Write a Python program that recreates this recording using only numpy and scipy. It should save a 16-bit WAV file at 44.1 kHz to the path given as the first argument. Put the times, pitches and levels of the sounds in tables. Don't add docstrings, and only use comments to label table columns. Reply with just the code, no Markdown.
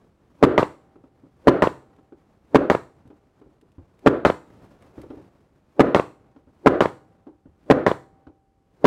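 import sys
import numpy as np
from scipy import signal
from scipy.fft import rfft, irfft, next_fast_len
from scipy.io import wavfile

SR = 44100
rng = np.random.default_rng(int(sys.argv[2]) if len(sys.argv) > 2 else 0)


def wav_out(sig):
    wavfile.write(sys.argv[1], SR, np.round(np.clip(np.atleast_2d(sig).T, -1, 1) * 32767).astype(np.int16))


N = 390726

SHOT_SIZE = SR * 3 // 4
AGE = np.arange(SHOT_SIZE) / SR
LEAD_S = .01


def from_db(db):
    return 10 ** (np.asarray(db) / 20)


def fade(age, t60):
    return (age >= 0) * np.exp(-np.log(1000) * np.maximum(age, 0) / t60)


def swell(age, rise, t60):
    return (1 - np.exp(-np.maximum(age, 0) / rise)) * fade(age, t60)


def noise(spectrum, size=SHOT_SIZE):
    hz, db = np.transpose(spectrum)
    length = next_fast_len(size)
    bins = np.maximum(np.fft.rfftfreq(length, 1 / SR), 1)
    skirts = np.minimum(bins / hz[0], 1) ** 2 * np.minimum(hz[-1] / bins, 1) ** 2
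    colour = from_db(np.interp(np.log(bins), np.log(hz), db))
    white = rfft(rng.standard_normal(length))
    x = irfft(white * skirts * colour, length)[:size]
    return x / x.std()


def uneven(spread_db, step_s):
    t = np.arange(N) / SR
    chance = rng.standard_normal(N)
    return from_db(spread_db * np.interp(t / step_s, np.arange(N), chance))


def add(track, s, sound):
    start = min(max(round(s * SR), 0), len(track))
    part = sound[:len(track) - start]
    track[start:start + len(part)] += part


# (trigger pulled [s], trigger released [s], stroke gain [dB], return gain [dB],
#         extra gain of inrushing air [dB], steel ring level [dB])
SHOTS = [(0.4276, 0.5787, 2, 2.5, 1, -59), (1.4724, 1.6219, 2, 2, 0.5, -58),
         (2.547, 2.6997, 1, 1.5, -1.5, -64), (4.0624, 4.2502, 1, 3, -2, -64.5),
         (5.7954, 5.947, 1.5, 2, 1, -60), (6.6612, 6.8065, 1, 1.5, 1.5, -57.5),
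         (7.701, 7.8647, 1.2, 1, 0, -54), (8.844, 9.0, 0.5, 6.5, 2.5, -56)]
# (frequency [Hz], relative density [dB])
KNOCK_COLOUR = [(120, -18), (220, -5), (290, 9), (440, 0), (580, -0.5), (690, -13.5), (800, -6),
                (1000, -12), (1400, -21.5), (2000, -30.5), (5000, -50)]
STEEL_T60_S = 2.4


def stapler(swell_db=-31, swell_s=0.079, ring_hz=781):
    out = np.zeros(N)
    ring_age = np.arange(2 * SR) / SR
    until_shot = AGE[:SR // 4][::-1]
    for fire_s, release_s, stroke_db, return_db, air_db, ring_db in SHOTS:
        lead_in = noise(KNOCK_COLOUR, size=len(until_shot)) * swell(until_shot, 0.0016, swell_s)
        add(out, fire_s - until_shot[0], from_db(swell_db) * lead_in)
        add(out, fire_s - LEAD_S, from_db(stroke_db) * stroke(air_db))
        add(out, release_s - LEAD_S, from_db(return_db) * release())
        ring = np.sin(2 * np.pi * ring_hz * ring_age) * fade(ring_age, STEEL_T60_S)
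        add(out, release_s, from_db(ring_db) * ring)
    return out


# (delay [s], mean push level [dB], push frequency [Hz], crack level [dB])
STROKE = [(.0007, 3.5, 493.4, -14), (.0075, 1.5, 419.4, -10.5), (.0112, -1.5, 1141, -10.5),
          (.0122, -5, 380, -13), (.0152, -6, 260, -14.5), (.0218, -7, 300, -18.5)]
# (frequency [Hz], relative density [dB])
STROKE_CRACK = [(500, -4), (1000, 9.5), (1800, -1.5), (2400, -8.5), (3500, -13), (5000, -22), (7500, -28.5),
                (11000, -37), (16000, -43)]
AIR_IN = [(40, -24.5), (100, -17.5), (200, -6), (340, 5.5), (600, 0), (800, -10), (950, -17), (1300, -9.5),
          (1800, -20.5), (2400, -30), (4200, -43), (5500, -57.5), (9000, -65), (16000, -73)]
HISS = [(2500, -15), (4200, 1.5), (5100, -8), (5700, -2), (6400, -7.5), (7200, 0.5), (8800, -4),
        (10200, -13), (16000, -19.5)]
THUD = [(25, -11), (70, 2), (140, -2), (250, -19), (800, -53)]


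def stroke(air_db, wood_db=0, bounce_db=-10, bounce_s=.066, bounce_gap_s=.017, bounce_loss_db=3,
           rush_db=-24, air_hold_s=.09, air_t60=0.39, sizzle_db=-46, bench_db=-35):
    age = AGE - LEAD_S
    wood = from_db(wood_db) * frame(age - .0105, damping=1.0)
    for k in range(2):
        since = age - bounce_s - k * bounce_gap_s
        bounce = frame(since, damping=1.2) * swell(since, 0.0012, 2)
        wood = wood + from_db(bounce_db - k * bounce_loss_db) * bounce
    rush_shape = np.clip((age + .006) / .025, 0, 1) * fade(np.maximum(age - air_hold_s, 0), air_t60)
    rush = from_db(rush_db + air_db) * noise(AIR_IN) * rush_shape
    sizzle = from_db(sizzle_db) * noise(HISS) * swell(age - .008, 0.0025, 0.052)
    bench = from_db(bench_db) * noise(THUD) * swell(age, 0.0036, 0.12)
    return impacts(STROKE, STROKE_CRACK, 0.022) + wood + rush + sizzle + bench


# (delay [s], mean push level [dB], push frequency [Hz], crack level [dB])
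RETURN = [(.0006, -2, 622, -9), (.0024, -9.5, 1101, -18.5), (.0056, -2.5, 438.3, -20.5),
          (.017, -5, 400, -29), (.0502, -8.5, 850, -24.5), (.052, -6.5, 430, -20.5)]
# (frequency [Hz], relative density [dB])
RETURN_CRACK = [(500, -7.5), (1000, 1), (1900, 4), (3100, -3), (4400, -30.5), (6000, -24), (9000, -35),
                (16000, -43.5)]
AIR_OUT = [(40, -18), (90, 6.5), (170, -1), (330, -8), (1000, 4), (1500, -5), (2200, -13.5), (2700, -22.5),
           (4200, -23), (5000, -29.5), (9000, -42), (16000, -51.5)]


def release(wood_db=-13, puff_db=-16, puff_t60=0.19, hiss_db=-51, hiss_t60=.42):
    age = AGE - LEAD_S
    wood = from_db(wood_db) * frame(age - .005, damping=0.97)
    puff = from_db(puff_db) * noise(AIR_OUT) * swell(age, .003, puff_t60)
    hiss = from_db(hiss_db) * noise(HISS) * swell(age, 0.0067, hiss_t60)
    return impacts(RETURN, RETURN_CRACK, 0.01) + wood + puff + hiss


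def impacts(table, crack_colour, crack_t60):
    out = 0
    for delay, push_db, hz, crack_db in table:
        age = AGE - LEAD_S - delay
        out = out + from_db(push_db + rng.normal(0, 0.18)) * push(age, hz)
        crack = noise(crack_colour) * swell(age + .0007, 0.00028, crack_t60)
        out = out + from_db(crack_db) * crack
    return out


def push(age, hz, cycles=0.47):
    turns = hz * age
    return -np.sin(2 * np.pi * turns) * np.exp(-(turns / cycles) ** 2)


# (frequency [Hz], level [dB], time to fall 60 dB [s])
FRAME = [(82, -33.5, 0.37), (134.1, -30, 0.63), (200, -25.5, 0.068), (275.4, -15, 0.17), (301.4, -23, 0.39),
         (334.1, -23, 0.37), (394, -22.5, 0.32), (419.6, -20.5, .22), (500, -30.5, 0.42),
         (586, -16.5, 0.08), (650, -29, 0.14), (805, -32.5, 0.097), (1006, -32.5, 0.23), (1437, -36, 0.11),
         (1670, -37.5, 0.091)]


def frame(age, damping, favoured_hz=400, reach_octaves=9):
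    out = 0
    for hz, db, t60 in FRAME:
        share = 1 / (1 + (np.log2(hz / favoured_hz) / reach_octaves) ** 2)
        level = share * from_db(db + rng.uniform(-1.9, 2.3))
        out = out + level * np.sin(2 * np.pi * hz * age) * fade(age, t60 / damping)
    return out


# (time [s], peak level [dB], favoured frequency [Hz], bass level [dB], click level [dB])
KNOCKS = [(0.956, -43, 346, -67, -58), (1.038, -41.5, 292, -65, -59), (1.235, -41.5, 274, -51, -69.5),
          (1.985, -46.5, 259, -65, -62), (2.122, -39.5, 352, -56, -56.5), (3.052, -45.5, 288, -47, -62),
          (3.102, -38, 285.4, -66, -53), (3.414, -40.5, 345, -63, -57.5), (3.46, -46, 338.4, -50, -68.5),
          (3.625, -48, 363, -59, -76), (3.781, -38.5, 267, -40.5, -60), (4.978, -30.5, 264, -38.5, -56),
          (5.032, -36, 480, -45, -49), (5.102, -30, 332, -48, -44.5), (5.135, -39, 420, -52, -60),
          (5.17, -32.5, 310, -48.5, -60), (6.361, -42, 252, -56, -54), (6.473, -45, 272, -53, -69.5),
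          (7.268, -32, 324, -54.5, -54.5), (7.455, -41.5, 266.6, -44.5, -65.5),
          (8.268, -35.5, 298, -51, -52)]
# (time [s], level [dB])
TICKS = [(1.9635, -61), (3.075, -57), (3.6126, -55), (3.7182, -61), (3.9915, -55), (4.8226, -52.5),
         (5.0163, -44)]
# (frequency [Hz], relative density [dB])
CLICK_COLOUR = [(400, -6.5), (800, 8.5), (1100, 3), (1400, 6), (1800, -11), (2400, -11.5), (3500, -15.5),
                (6000, -30), (14000, -52)]
TICK_COLOUR = [(600, -5.5), (2000, 9.5), (6000, -3.5), (12000, -5), (16000, -30)]


def knocks(wood_db=-2, scuff_db=-10, bass_db=0, click_db=4, tick_db=-5):
    out = np.zeros(N)
    for s, peak_db, hz, thud_db, edge_db in KNOCKS:
        wood = frame(AGE, damping=2.2, favoured_hz=hz, reach_octaves=0.38) * swell(AGE, .005, 1)
        body = from_db(peak_db + wood_db) * wood / np.abs(wood).max()
        scuff = from_db(peak_db + scuff_db) * noise(KNOCK_COLOUR) * swell(AGE, 0.0016, 0.21)
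        thud = from_db(thud_db + bass_db) * noise(THUD) * swell(AGE, 0.0023, 0.19)
        click = from_db(edge_db + click_db) * noise(CLICK_COLOUR) * swell(AGE, 0.002, 0.055)
        add(out, s, body + scuff + thud + click)
    for s, peak_db in TICKS:
        tick = noise(TICK_COLOUR) * swell(AGE, .0002, 0.031)
        add(out, s, from_db(peak_db + tick_db) * tick)
    return out


# (time [s], level [dB])
ARM = [(0, -63), (4.38, -63.5), (4.55, -53), (5.13, -52.5), (5.45, -62.5), (7.2, -68), (8.35, -76.5),
       (8.86, -70.5)]
# (frequency [Hz], relative density [dB])
RUSTLE = [(50, -4), (100, 1.5), (350, -3), (550, -7.5), (700, -10), (1250, -16.5), (2000, -26.5),
          (3500, -39)]
SWISH = [(600, 0), (1300, 1.5), (2000, 1), (4000, -5), (8000, -11.5), (16000, -19.5)]
AIM_DB, AIM_RISE_S = -55.5, 0.56
LIFT_DB, LIFT_AFTER_S, LIFT_WIDTH_S = -60, .32, .13


def handling(swish_db=-17, aim_swish_db=-13, lift_swish_db=-25, grain_db=1.5, sway_db=2.0):
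    t = np.arange(N) / SR
    arm = from_db(np.interp(t, *np.transpose(ARM))) * uneven(sway_db, 0.052)
    aim = 0
    lift = 0
    for fire_s, release_s, *_ in SHOTS:
        aim = aim + from_db(AIM_DB) * fade(fire_s - t, AIM_RISE_S)
        from_peak = (t - release_s - LIFT_AFTER_S) / LIFT_WIDTH_S
        lift = lift + from_db(LIFT_DB) * np.exp(-from_peak ** 2)
    body = np.linalg.norm([arm, aim, lift], axis=0)
    bright = [from_db(swish_db) * arm, from_db(aim_swish_db) * aim, from_db(lift_swish_db) * lift]
    swish = np.linalg.norm(bright, axis=0)
    cloth = body * noise(RUSTLE, size=N) + swish * noise(SWISH, size=N)
    return uneven(grain_db, .008) * cloth


# (frequency [Hz], relative density [dB])
WALLS = [(40, 0), (100, 0.5), (400, -5.5), (1000, -3.5), (2000, -2.5), (5000, -3.5), (16000, -1)]


def workshop(x, wet_db=-20, t60=0.37):
    tail = noise(WALLS) * swell(AGE - .012, 0.0033, t60)
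    tail = tail / np.sqrt(np.sum(tail ** 2))
    return from_db(wet_db) * signal.fftconvolve(x, tail)[:N]


# (frequency [Hz], relative density [dB])
FLOOR = [(20, 1), (60, 7), (125, 1), (290, -3.5), (470, -8.5), (750, -16.5), (1000, -18), (2000, -27.5),
         (4000, -35), (8000, -36.5), (16000, -47.5)]


def still_air(floor_db=-65.5, rumble_db=-71, lumpy_db=4.5):
    floor = from_db(floor_db) * noise(FLOOR, size=N)
    rumble = from_db(rumble_db) * uneven(lumpy_db, 0.066) * noise(THUD, size=N)
    return floor + rumble


def scene():
    work = stapler() + knocks()
    return (work + workshop(work) + handling() + still_air())[None]


def record(dry):
    clipped = dry / (1 + dry ** 8) ** (1 / 8)
    bass_cut = signal.butter(1, 45, "high", fs=SR, output="sos")
    top_cut = signal.ellip(10, .1, 70, 15900, fs=SR, output="sos")
    return signal.sosfilt(top_cut, signal.sosfilt(bass_cut, clipped))


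dry = scene()
out = record(dry)
wav_out(out)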